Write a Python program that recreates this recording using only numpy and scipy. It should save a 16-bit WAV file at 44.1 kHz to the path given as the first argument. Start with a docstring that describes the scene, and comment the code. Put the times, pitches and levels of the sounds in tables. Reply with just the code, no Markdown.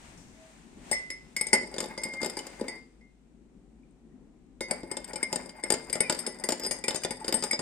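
"""A quiet small kitchen is heard first: room tone, hum, a swelling hiss and a hand settling on a phone close by.
Then a steel teaspoon stirs a hot drink in a glass mug on the table, in two bouts with a pause.
Each blow rings modes of the glass wall, ticks in the spoon and knocks through the mug into the table;
a spoon that stays pressed on chokes the ring, and the swirling drink climbs the wall and flattens its notes.
Between blows tiny slips scrape, the wall sings, the drink laps and bubbles; a short diffuse echo follows."""
import sys
import numpy as np
from scipy import signal
from scipy.fft import rfft, irfft, next_fast_len
from scipy.io import wavfile
from scipy.ndimage import uniform_filter1d, map_coordinates

SR = 44100
rng = np.random.default_rng(int(sys.argv[2]) if len(sys.argv) > 2 else 0)


def wav_record(signal):
    """Record a signal, one row per channel, as 16-bit PCM in the file named by sys.argv[1]."""
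    frames = np.transpose(np.atleast_2d(signal))
    bounded = np.clip(frames, -1, 1)
    # unit amplitude maps onto the largest positive 16-bit level
    quanta = np.round(bounded * 32767).astype(np.int16)
    wavfile.write(sys.argv[1], SR, quanta)


N = 335601
TIME = np.arange(N) / SR


def undb(db):
    """Decibels to gain."""
    return 10 ** (np.asarray(db) / 20)


def level(x, db):
    """Set the rms level over all time and both ports."""
    return x * undb(db) / np.sqrt(np.mean(x ** 2))


def curve(rows):
    """Join the (time, value) rows of a table by straight lines."""
    times, values = np.transpose(rows)
    return np.interp(TIME, times, values)


def ports(pan_db):
    """Constant-power gains of the left and right microphone ports."""
    gains = undb(np.array([[1], [-1]]) * pan_db / 2)
    return gains / np.sqrt(np.mean(gains ** 2, axis=0))


def colour(x, points, pan=((100, 0), (1000, 0))):
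    """Shape a sound by a spectrum and a left-right balance, both joined on a log frequency scale."""
    size = next_fast_len(x.shape[-1])
    log_hz = np.log(np.fft.rfftfreq(size, 1 / SR) + 1)
    spectrum_hz, spectrum_db = np.transpose(points)
    balance_hz, balance_db = np.transpose(pan)
    db = np.interp(log_hz, np.log(spectrum_hz), spectrum_db)
    pan_db = np.interp(log_hz, np.log(balance_hz), balance_db)
    return irfft(rfft(x, size) * undb(db) * ports(pan_db), size)[:, :x.shape[-1]]


def noise(shared, separate):
    """White noise, partly shared by the two ports and partly different in each."""
    return shared * rng.standard_normal(N) + separate * rng.standard_normal((2, N))


def walk(rate):
    """Smooth random wandering with a spread near 1, given its new values per second."""
    knots = rng.standard_normal(int(N / SR * rate) + 2)
    return np.interp(TIME * rate, np.arange(len(knots)), knots)


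def fade(t, t60, rise):
    """A quick rise and an exponential decay."""
    return (1 - np.exp(-t / rise)) * np.exp(-np.log(1000) * t / t60)


def swell(at, half_length):
    """A smooth rise and fall around a moment."""
    return np.exp(-((TIME - at) / half_length) ** 2)


def until(end, t60):
    """Hold, then die away."""
    return undb(-60 * np.maximum(TIME - end, 0) / t60)


ONSET_S = 0.012


def add(out, at, sound, db):
    """Mix in a sound, scaled so that its first ONSET_S has the given rms level."""
    start = max(int(at * SR), 0)
    gain = undb(db) / np.sqrt(np.mean(sound[:, :int(ONSET_S * SR)] ** 2))
    out[:, start:start + sound.shape[1]] += gain * sound[:, :N - start]


# The kitchen's own tone at the phone. Each row: frequency in Hz, relative density in dB per Hz.
ROOM_TONE_SPECTRUM = [(12, -42), (20, -17.5), (54, -4), (92, -22.5), (135, -10.5), (240, -4), (321, -11),
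                      (381, -11.5), (412, -17), (454, -20), (617, -28), (763, -26.5), (943, -33.5),
                      (2000, -45.5), (2600, -74.5), (4400, -120)]


def room_tone():
    """Low noise of the room, alike in part at both ports, its level wandering slightly."""
    tone = colour(noise(1, 0.56), ROOM_TONE_SPECTRUM, [(60, 4.4), (300, 5)])
    return level(tone * undb(2.1 * walk(10)), -56)


def hum():
    """Mains hum, a steady sine."""
    return ports(4.7) * level(np.sin(2 * np.pi * 49.5 * TIME), -65)


# The thin hiss at the phone. Each row: frequency in Hz, relative density in dB per Hz.
HISS_SPECTRUM = [(290, -32.5), (500, -4.5), (631, -1.5), (729, -1.5), (946, -3), (1160, -7), (2260, -5.5),
                 (3200, -10.5), (5020, -14), (8090, -10), (8960, -12), (10400, -25), (14900, -35),
                 (16000, -41)]
# Its balance, used for the rustle too. Each row: frequency in Hz, left minus right in dB.
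HISS_BALANCE = [(500, 5), (2400, 0), (4400, 1), (8100, 14.5), (15000, 0.5)]
# Its swells. Each row: centre in seconds, half length in seconds, level in dB.
HISS_SWELLS = [(0.07, 0.12, -58.5), (0.487, 0.14, -67), (0.935, 0.095, -52), (2.5, 0.16, -57.5)]
HISS_DB, HISS_ENDS_S, HISS_T60_S, HISS_FLOOR_DB = -63.5, 2.73, 0.73, -75


def hiss():
    """Shaped noise that swells, and dies away to a faint floor after the first bout."""
    sound = colour(noise(0, 1), [(100, -15.5)] + list(HISS_SPECTRUM), HISS_BALANCE)
    gain = undb(HISS_FLOOR_DB) + undb(HISS_DB) * until(HISS_ENDS_S, HISS_T60_S)
    for at, half, db in HISS_SWELLS:
        gain = gain + undb(db) * swell(at, half)
    return level(sound, 0) * gain


def handling(rumble_db=-57, rustle_db=-58):
    """The hand settles on the phone: a soft low rumble and one short bright rustle, both shaped noise."""
    rumble_spectrum = [(15, -8), (40, -6), (140, -6), (300, -18), (1000, -60)]
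    rustle_spectrum = [(3000, -23), (5500, -1), (6700, -1), (8000, -3), (12000, -22), (16000, -32)]
    rumble = colour(rng.standard_normal(N), rumble_spectrum, [(50, 5.2), (300, 3)])
    rustle = colour(noise(0, 1), rustle_spectrum, HISS_BALANCE)
    rustle_fade = fade(np.maximum(TIME - 0.173, 0), 1.0, 0.0014)
    return level(rumble, rumble_db) * swell(0.15, 0.24) + level(rustle, rustle_db) * rustle_fade


def faint_tone():
    """One faint short tone with an unsteady level."""
    tone = level(np.sin(2 * np.pi * 644 * TIME), -56.5)
    return tone * undb(2 * walk(27)) * swell(0.44, 0.073)


# Bouts of stirring in the mug. Each row: start in seconds, end in seconds, scraping gain in dB,
# lapping gain in dB, wall singing gain in dB, growth of the scraping in dB per second.
BOUTS = [(1.401, 2.738, -61, -55, -62, -1.5), (4.654, 7.7, -55, -54, -62.5, 3)]
SAG_PER_S, RECOVER_S = 0.0155, 0.5  # relative pitch drop gained per second; time constant of its return
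TURN_HZ, WOBBLE = 2.7, 0.0037  # turns of the spoon per second; relative pitch wobble of each


def swirl():
    """Pitch drop of the wall: the growing vortex flattens it, each turn wobbles it, rest restores it."""
    sag = 0
    for start, end, *_ in BOUTS:
        recovery = np.exp(-np.maximum(TIME - end, 0) / RECOVER_S)
        sag = sag + SAG_PER_S * np.clip(TIME - start, 0, end - start) * recovery
    return sag + WOBBLE * np.sin(2 * np.pi * TURN_HZ * TIME) * np.minimum(sag / 0.012, 1)


def ring(modes, rise, scatter_db, detune, port_phase, size=5000, bend=0):
    """One blow on a set of decaying modes with random strengths; a sliding spoon bends their pitch upward."""
    t = np.arange(size) / SR
    bent_time = t + bend * (t - 0.02 * (1 - np.exp(-t / 0.02)))
    out = np.zeros((2, size))
    for hz, db, t60, pan_db in modes:
        detuning, sign, lag, strength = rng.standard_normal(4)
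        phase = 2 * np.pi * hz * (1 + detune * detuning) * bent_time + np.pi * (sign > 0)
        waves = np.sin([phase, phase - port_phase * lag])
        out += undb(db + scatter_db * strength) * ports(pan_db) * fade(t, t60, rise) * waves
    return out


# Modes of the glass wall, in close pairs because of the handle. Each row: frequency with the drink at rest
# in Hz, relative level in dB, free t60 in seconds, left minus right in dB, share of the swirl's pitch drop,
# share of the lean that the spoon's place gives.
GLASS = [(2036, 3, 0.46, -5.5, 1.1, 0.34), (2150, 3, 0.34, 3.5, 1.1, 1), (4420, -16, .2, 0, .3, -.3),
         (4780, -9, 0.086, -5.5, 0, 0.2), (4786, 2.5, 0.2, -5, 0, 0.31), (5093, 4.5, 0.16, 6.5, 0, 1),
         (5273, 2, .24, 6, 0.87, -.25), (5850, -18, 0.27, 1.5, 0.16, -.3),
         (6403, -2, 0.27, 15.5, 0.1, 0.26), (8344, 5, 0.092, 32, 0, 1), (8290, -4, 0.12, 18, 0, 0),
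         (8450, -5, .2, 18.5, .3, -.6), (8800, -3.5, 0.11, 17, 0.072, .4), (9450, -20, 0.2, 11, 0.097, 0.3),
         (9400, -7, 0.21, 14, 0.067, 0.14), (10240, -9.5, 0.16, 17, 0.047, 0.31),
         (10850, -17.5, 0.12, 10, 0.17, 0.09), (10540, -26, 0.16, 8, 0.29, 0.26),
         (12180, -28, 0.083, 3.5, 0, 0.48), (12780, -33, .2, 4.5, 0.09, 0.0079),
         (13750, -30.5, 0.12, 1.5, 0.033, .4), (15370, -37, .17, 7, 0.23, -.7)]
# Edges between the low, middle and high groups of modes, in Hz.
GROUP_EDGES_HZ = [3000, 6800]


def wall(drop, length, side_db=0, bright_db=16):
    """Glass modes in low, middle and high groups: flattened by the swirl, choked, weighted by the side hit."""
    modes = []
    # a spoon that bounces clear makes a short, hard contact that reaches the highest modes
    hardness_db = bright_db * min(length, 1) ** 3
    for hz, db, t60, pan_db, drop_share, side_share in GLASS:
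        hz = hz * (1 - drop * drop_share)
        db = db + side_share * side_db + hardness_db * max(np.log2(hz / 9500), 0)
        modes.append((hz, db, t60 * max(length, 0.05), pan_db))
    modes = np.array(modes)
    group = np.digitize(modes[:, 0], GROUP_EDGES_HZ)
    return [modes[group == k] for k in range(3)]


# The mug on the table top, a dull thump with three longer notes. Each row: frequency in Hz,
# relative level in dB, t60 in seconds, left minus right in dB.
TABLE_MODES = [(187, -17.5, 0.11, 3.5), (247.2, -5.5, 0.052, 0.5), (337, -6, 0.059, 5),
               (395, 3.5, 0.016, 1), (442, 2, 0.025, 4.5), (542, 1, 0.029, 8.5), (602, -0.5, .025, 8),
               (845, -8, 0.044, 0.5), (995, -13.5, 0.041, 1), (1476, -17.5, 0.056, 3),
               (1813, -11, 0.033, -8.5)]


def table(softness_db, soft_db=6.5, soft_tilt=0.45):
    """The table modes; a knock over soft_db above its tick is a soft, long push that favours the low ones."""
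    tilt = soft_tilt * max(softness_db - soft_db, 0)  # dB per octave
    lowest_hz = TABLE_MODES[0][0]
    return [(hz, db - tilt * np.log2(hz / lowest_hz), t60, pan_db) for hz, db, t60, pan_db in TABLE_MODES]


# Clinks, the spoon swings against the wall. Each row: time in seconds; table knock, spoon tick, low wall
# ring and high wall ring, each in dB before its trim; starting pitch of the low ring while the spoon
# touches in Hz; ring length as a share of the free ring.
CLINKS = [(.9135, -29, -34.5, -30.5, -24.5, 2016, 0.63), (.9287, -47, -38.5, -24, -55, 1955, 0.84),
          (1.1026, -46.5, -40.5, -32, -45.5, 2056, 0.65), (1.3643, -44.5, -34, -29.5, -34, 2130, 0.62),
          (1.4107, -37.5, -35, -32.5, -23.5, 2150, 0.36), (1.4679, -47.5, -44, -38.5, -31.5, 2170, 0.36),
          (1.5305, -23.5, -24.5, -15, -19.5, 2060, 0.47), (1.977, -36, -39, -39.5, -49, 2060, 0.91),
          (2.035, -45, -35.5, -34.5, -32.5, 2187, .77), (2.2978, -60, -39.5, -46, -39.5, 2000, .22),
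          (2.3687, -34, -37.5, -43.5, -41.5, 2230, 0.51), (2.6819, -45, -41.5, -35, -39.5, 2136, 0.68),
          (3.01, -61, -79.5, -60, -85.5, 2120, 0.87), (4.607, -31.5, -38.5, -37.5, -40, 2020, 0.99),
          (4.7097, -28, -34.5, -34, -26.5, 2183, 0.37), (4.914, -34.5, -39.5, -48, -33, 2000, 0.56),
          (4.9686, -36, -37, -51, -36.5, 2084, 0.41), (5.0433, -60, -46.5, -60, -39.5, 2100, 0.41),
          (5.1577, -37.5, -40, -42, -34.5, 2295, 0.46), (5.2287, -34, -37, -29, -25.5, 2124, 0.44),
          (5.3582, -32.5, -34.5, -51, -28.5, 2020, 0.22), (5.6365, -34, -41.5, -31, -31, 2070, 0.4),
          (5.7027, -25, -25.5, -38, -24.5, 2230, 0.14), (5.7211, -27.5, -30.5, -53, -22.5, 2100, .37),
          (5.9281, -46, -35, -34.5, -25, 2236, 0.54), (6.0044, -27.5, -34, -28.5, -20, 2150, 0.41),
          (6.189, -61, -37, -52, -32.5, 2300, 0.68), (6.2648, -41, -32.5, -44, -35, 2150, 0.62),
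          (6.4382, -34, -36, -34.5, -31.5, 2000, 0.41), (6.6631, -35, -37.5, -43, -32, 2080, 0.53),
          (6.7101, -32.5, -31.5, -36.5, -30, 2250, 0.61), (6.8393, -36.5, -38, -32, -40, 2310, 0.35),
          (6.8815, -29, -27, -38, -28.5, 2036, 0.41), (6.958, -40.5, -33.5, -48, -31, 2070, 0.55),
          (7.035, -50, -36.5, -38.5, -37, 2350, 0.36), (7.1072, -34, -37.5, -39.5, -33.5, 2130, 0.46),
          (7.3411, -27.5, -33, -53, -21.5, 2120, 0.49), (7.437, -31.5, -30, -53, -33, 2220, 0.8),
          (7.5104, -47, -38, -27, -26.5, 2190, 0.2)]
# Knocks, the spoon's tip bumps along the bottom and stays pressed on. Each row: time in seconds,
# table knock in dB and spoon tick in dB, both before their trims.
KNOCKS = [(1.485, -62, -47), (1.5346, -24.5, -29), (1.549, -42, -35), (1.632, -37.5, -55),
          (1.7403, -39, -43), (1.7625, -39, -46), (1.7823, -33, -33), (1.8038, -35.5, -31),
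          (1.8576, -41, -47), (1.8277, -34, -45), (1.8401, -40.5, -42), (2.052, -36, -49),
          (2.136, -41, -43.5), (2.2164, -37, -38.5), (2.2297, -29.5, -33), (2.2455, -32.5, -33.5),
          (2.26, -32, -33.5), (2.3897, -47, -37.5), (2.4672, -44.5, -43), (2.6108, -25.5, -46),
          (4.832, -34.5, -52.5), (5.0783, -66, -51), (5.133, -36.5, -40.5), (5.3278, -30.5, -29.5),
          (5.4934, -54, -44.5), (5.7388, -32, -30.5), (5.898, -39.5, -39), (5.9539, -32, -34.5),
          (6.097, -26.5, -23.5), (6.107, -40, -45), (6.1237, -33, -32), (6.147, -41, -39),
          (6.273, -31.5, -47), (6.635, -40.5, -38.5), (6.488, -26, -25.5), (6.504, -36, -33),
          (6.5212, -29.5, -28), (6.5968, -40.5, -40), (6.6485, -36.5, -37), (6.9075, -36, -34),
          (6.9456, -33, -35), (7.0477, -28, -32), (7.2448, -36.5, -39.5), (7.2799, -34.5, -30),
          (7.2884, -31.5, -37), (7.3248, -29, -28.5), (7.4244, -36, -32.5), (7.531, -31.5, -33.5),
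          (7.5914, -31.5, -33.5)]
KNOCK_LOW_DB, KNOCK_HIGH_DB = -14.5, -10  # wall ring of a knock against its tick
KNOCK_HZ, KNOCK_LENGTH = 2044, 0.2  # starting pitch of its choked low note; its share of the free ring


def blows():
    """Clinks and knocks alike, in the columns of the clinks; a knock barely rings the wall."""
    rows = list(CLINKS)
    for at, knock, tick in KNOCKS:
        rows.append((at, knock, tick, tick + KNOCK_LOW_DB, tick + KNOCK_HIGH_DB, KNOCK_HZ, KNOCK_LENGTH))
    return rows


# The spoon, damped by fingers and drink. Each row: frequency in Hz, relative level in dB, t60 in seconds,
# left minus right in dB.
SPOON = [(3010, -19.5, 0.071, -2.5), (3660, -6, 0.024, -3.5), (4810, -1, 0.051, 10.5),
         (7076, -5.5, 0.045, 18), (7460, -1, 0.021, 14), (8194, -11, 0.045, 10.5), (7700, -7.5, .035, 11.5),
         (10270, -28, 0.061, 33), (11360, -19, 0.05, 7.5), (12200, -23, 0.046, 5), (13600, -19, .025, 4.5)]
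# The crack of contact. Each row: frequency in Hz, relative density in dB per Hz.
CRACK_SPECTRUM = [(300, -8), (1000, 2.5), (2000, 1), (3000, 0), (4200, -2), (5000, 7.5), (5900, -4.5),
                  (7500, 2), (9400, 5.5), (10800, -39.5), (13500, -24.5), (15000, -28), (16000, -33.5)]
# Its balance at the phone. Each row: frequency in Hz, left minus right in dB.
CRACK_BALANCE = [(500, 1), (1800, -2.5), (3600, -1.5), (5000, -10), (7500, 17), (10000, 11), (13000, 2)]
# Place of the spoon round the wall. Each row: time in seconds, lean toward the upper note of the
# lowest pair in dB.
SPOON_PLACE = [(.95, -25), (1.12, -15), (1.38, 4), (1.53, -5), (2.05, 11.5), (4.6, 3), (5.0, 41), (6.0, 3),
               (6.6, -8)]
# the middle ring lies between the tick and the other two rings
MIDDLE_DB, MIDDLE_TICK_SHARE = -3.5, 0.61


def spoon_blows(touch_t60=0.14, touch_db=-2, free_db=-1, crack_t60=0.052, crack_db=-4, tick_db=-2.5,
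                knock_db=-1.5, knock_delay=0.001532, touch_bend=0.084):
    """Every blow: ring of the wall, tick of the spoon, crack of the contact and knock of the table."""
    out, drop, lean_db = np.zeros((2, N)), swirl(), curve(SPOON_PLACE)
    t = np.arange(3000) / SR
    grit = colour(noise(1, 0.5), CRACK_SPECTRUM, CRACK_BALANCE)
    for at, knock, tick, low, high, touch_hz, length in blows():
        now = int(at * SR)
        low_modes, middle_modes, high_modes = wall(drop[now], length, lean_db[now])
        middle = MIDDLE_DB + MIDDLE_TICK_SHARE * tick + (1 - MIDDLE_TICK_SHARE) * (low + high) / 2
        free = np.clip(length, 0.1, 0.995)
        pressed = 1 - free ** 2
        # while the spoon presses on, it stiffens the wall: the lowest note is short, off pitch and slides up
        touch_modes = [(touch_hz, 0, touch_t60 * free * pressed + 0.0079, -4)]
        touch = ring(touch_modes, 0.0009, 0, 0, 0.3, bend=touch_bend)
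        add(out, at, touch, low + touch_db + 20 * np.log10(pressed))
        low_ring = ring(low_modes, 0.00069, 1.0, 0, 0.54, size=20000)
        add(out, at, low_ring, low + free_db + 20 * np.log10(free))
        add(out, at, ring(middle_modes, 0.0007, 5, 0.012 * pressed, 0.8, size=11000), middle)
        add(out, at, ring(high_modes, 0.0011, 5, 0.0064 * pressed, 0.7, size=10000), high)
        add(out, at, ring(SPOON, 0.00022, 7.1, 0.015, 0.65, size=3000), tick + tick_db)
        start = rng.integers(N - len(t))
        crack = grit[:, start:start + len(t)] * fade(t, crack_t60, 0.00022)
        add(out, at, crack, tick + crack_db)
        # the heavy mug passes the push on to the table a moment later
        thump = ring(table(knock - tick), 0.00091, 3, 0.02, 0.2)
        add(out, at + knock_delay, thump, knock + knock_db)
    return out


PRESS_S, PRESS_DB = 0.14, 1.5  # averaging time of the drag; dB for each doubling of one plus the push


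def pressure(usual_db=-33, lag_s=0.015):
    """Gain of the spoon's drag: it rises around the heavy blows and eases between them."""
    pushes = np.zeros(N)
    for at, knock, *_ in blows():
        pushes[min(int((at + lag_s) * SR), N - 1)] += undb(knock - usual_db)
    width = int(PRESS_S * SR)
    push = uniform_filter1d(uniform_filter1d(pushes, width), width // 2) * width
    return undb(PRESS_DB * np.log2(0.5 + np.maximum(push, 0) / 2))


def dragging(stop_t60=0.45):
    """Gains of scraping, lapping and singing: they follow bout and pressure; the drink settles afterwards."""
    gains = 0
    for start, end, scrape_db, lap_db, sing_db, growth_db in BOUTS:
        active = np.clip((TIME - start) / 0.05, 0, 1) * until(end, stop_t60)
        growth = undb(growth_db * (np.clip(TIME, start, end) - (start + end) / 2))
        scrape = active * growth * undb(scrape_db)
        gains = gains + np.array([scrape, active * undb(lap_db), active * undb(sing_db)])
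    return gains * pressure()


def slipping(rate=130, spread_db=4, patchy_db=4):
    """Stick and slip, rate per second: mostly tiny catches, a few strong ones, louder in patches."""
    sizes = undb(spread_db * np.minimum(rng.exponential(size=N), 4)) * rng.choice([-1, 1], N)
    return (rng.random(N) < rate / SR) * sizes * undb(patchy_db * walk(30))


def waver(x, depth=0.01, rate=14):
    """Let the pitch of a sound wander as the point of contact moves."""
    place = np.arange(N) + depth * SR / rate * walk(rate)
    return np.array([map_coordinates(channel, [place], mode="mirror") for channel in x])


def scraping(slips):
    """The spoon's tiny slips excite the spoon and the upper modes of the glass."""
    _, middle_modes, high_modes = wall(0.025, 0.3)
    body = ring(SPOON, 0.0003, 0.96, 0, 0.99)
    body += 0.5 * ring(middle_modes, 0.0003, 0.91, 0, 0.7)
    body += 2.7 * ring(high_modes, 0.0003, 0.84, 0, 0.7)
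    return level(waver(signal.fftconvolve(slips[None], body, axes=1)[:, :N]), 2)


def base_grumble(slips):
    """The same slips grumble through the base of the mug, exciting the table modes."""
    body = ring(TABLE_MODES, 0.00072, 1, 0, 0.38)
    return level(signal.fftconvolve(slips[None], body, axes=1)[:, :N], 0)


def singing():
    """The lowest pair sings on and wavers as the wave goes round the mug."""
    out, drop, upper = 0, swirl() + 0.002 * walk(11.0), undb(curve(SPOON_PLACE))
    for (hz, _, _, pan_db, share, _), weight in zip(GLASS, (1, upper)):
        phase = 2 * np.pi * np.cumsum(hz * (1 - drop * share)) / SR
        note = np.sin(phase) * undb(1.4 * walk(6.3))
        out = out + ports(pan_db) * level(note, 1) * weight / np.hypot(1, upper)
    return out


# The drink lapping in the mug. Each row: frequency in Hz, relative density in dB per Hz.
LAPPING_SPECTRUM = [(100, -19.5), (230, 4.5), (520, -18.5), (750, 0.5), (1300, -9.5), (2200, -5.5),
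                    (3500, -34.5)]


def lapping():
    """Water noise with a restless level."""
    water = colour(noise(1, 0.38), LAPPING_SPECTRUM, [(500, 3.6), (1500, 1.5)])
    return level(water * undb(6.7 * walk(45)), 0)


def bubbles(lap_gain, bubble_db=-3, count=45):
    """Bubbles folded into the drink at random, as loud as the lapping allows; each glides upward as it closes."""
    out, t = np.zeros((2, N)), np.arange(2000) / SR
    for place, pitch, strength in rng.random((count, 3)):
        start, hz = int(place * (N - 1)), 550 * 3.2 ** pitch
        bubble = np.sin(2 * np.pi * hz * t * (1 + 4 * t)) * fade(t, 35 / hz, 0.0019)
        lap_db = 20 * np.log10(lap_gain[start] + 1e-9)
        add(out, start / SR, ports(0) * bubble, lap_db + bubble_db + 6 * strength)
    return out


def stirring():
    """Between blows the spoon drags on the glass, keeps the wall singing and moves the drink."""
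    scrape_gain, lap_gain, sing_gain = dragging()
    slips = slipping()
    spoon = scrape_gain * scraping(slips) + lap_gain * base_grumble(slips)
    drink = lap_gain * lapping() + bubbles(lap_gain)
    return spoon + sing_gain * singing() + drink


# Rubs, the spoon bows one note of the wall. Each row: centre in seconds, half length in seconds,
# peak level in dB before the grip wavers, frequency at the centre in Hz, glide in Hz per second.
RUBS = [(1.437, 0.027, -42, 2150, 0), (1.63, .02, -43, 2150, 300), (1.92, 0.037, -50, 2146, -200),
        (2.112, 0.032, -38, 2134, 0), (2.196, 0.049, -36.5, 2110, 0), (2.738, 0.049, -42.5, 2100, 149.5),
        (4.959, 0.054, -48.5, 2130, 0), (5.296, .07, -44.5, 2100, -250), (6.06, 0.035, -40, 2410, -4000),
        (6.653, .03, -32, 5040, -600), (7.046, 0.017, -44, 4960, 0), (7.438, 0.018, -41, 4950, 0),
        (7.541, 0.018, -26, 5020, 0)]


def rubs(unsteady=0.00287, rough_db=2, pan_db=3):
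    """Now and then the sliding spoon bows the glass, and one note swells, glides and wavers."""
    clock = np.cumsum(1 + unsteady * walk(40)) / SR
    grip = undb(rough_db * walk(80))
    notes = 0
    for at, half, db, hz, glide in RUBS:
        cycles = hz * clock + glide * (TIME - at) ** 2 / 2
        notes = notes + undb(db) * swell(at, half) * np.sin(2 * np.pi * cycles)
    return ports(pan_db) * grip * notes


# Drops from the lifted spoon and single bubbles in the swirl. Each row: time in seconds,
# onset level in dB, starting pitch in Hz.
PLIPS = [(3.833, -71, 2350), (3.909, -74.5, 8500), (4.119, -77.5, 1880), (5.585, -57, 804),
         (7.212, -42, 840)]


def plips(cycles=50, glide=2):
    """Drops and bubbles, each a short rising blip that decays by 60 dB in a set number of cycles."""
    out, t = np.zeros((2, N)), np.arange(3000) / SR
    for at, db, hz in PLIPS:
        blip = np.sin(2 * np.pi * hz * t * (1 + glide * t)) * fade(t, cycles / hz, 0.0011)
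        add(out, at, ports(2) * blip, db)
    return out


# The mug's path to the two microphone ports. Each row: frequency in Hz, lead of the left port in radians.
LEFT_LEAD = [(150, .05), (500, .35), (1000, 1.1), (2000, 0.96), (5000, 1.62), (12000, 1.2)]


def to_ports(x):
    """The mug's sound reaches the right port a little later than the left."""
    size = next_fast_len(N + 2000)
    hz, lead = np.transpose(LEFT_LEAD)
    turn = np.interp(np.fft.rfftfreq(size, 1 / SR), np.r_[0, hz], np.r_[0, lead])
    return irfft(rfft(x, size) * np.exp(0.5j * np.array([[1], [-1]]) * turn), size)[:, :N]


# Echo of the small kitchen. Each row: band centre in Hz, t60 in seconds, energy against the direct sound in dB.
ROOM_ECHO = [(250, 1, -7.5), (700, 0.24, -3), (2000, 0.3, -4.5), (4820, 0.46, -9.5), (9900, 0.21, -15)]


def kitchen(x, size=22000):
    """Diffuse echo of a small room: decaying noise in bands, weakest in the treble."""
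    t = np.arange(size) / SR
    log_hz = np.log(np.fft.rfftfreq(size, 1 / SR) + 1)
    centres = np.log([row[0] for row in ROOM_ECHO])
    likeness = 1 / (1 + (np.exp(log_hz) / 650) ** 4)  # long waves reach both ports alike
    alike = np.sqrt(likeness) * rfft(rng.standard_normal(size))
    apart = np.sqrt(1 - likeness) * rfft(rng.standard_normal((2, size)))
    response = 0
    for share, (_, t60, db) in zip(np.eye(len(ROOM_ECHO)), ROOM_ECHO):
        band = irfft((alike + apart) * np.interp(log_hz, centres, share), size)
        envelope = fade(t, t60, 0.0017)
        response = response + band * envelope * undb(db) / np.sqrt(np.sum(envelope ** 2))
    return signal.fftconvolve(x, response, axes=1)[:, :N]


def scene():
    """The mug in its room, with the background and the hand on the phone."""
    background = room_tone() + hum() + hiss() + faint_tone()
    mug = to_ports(spoon_blows() + stirring() + rubs() + plips())
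    return background + handling() + mug + kitchen(mug)


def record(dry, top_hz=16200):
    """A steep low-pass removes everything above top_hz; the sound has no highest treble."""
    return signal.sosfilt(signal.ellip(8, 0.2, 70, top_hz, fs=SR, output="sos"), dry)


dry = scene()
out = record(dry)
wav_record(out)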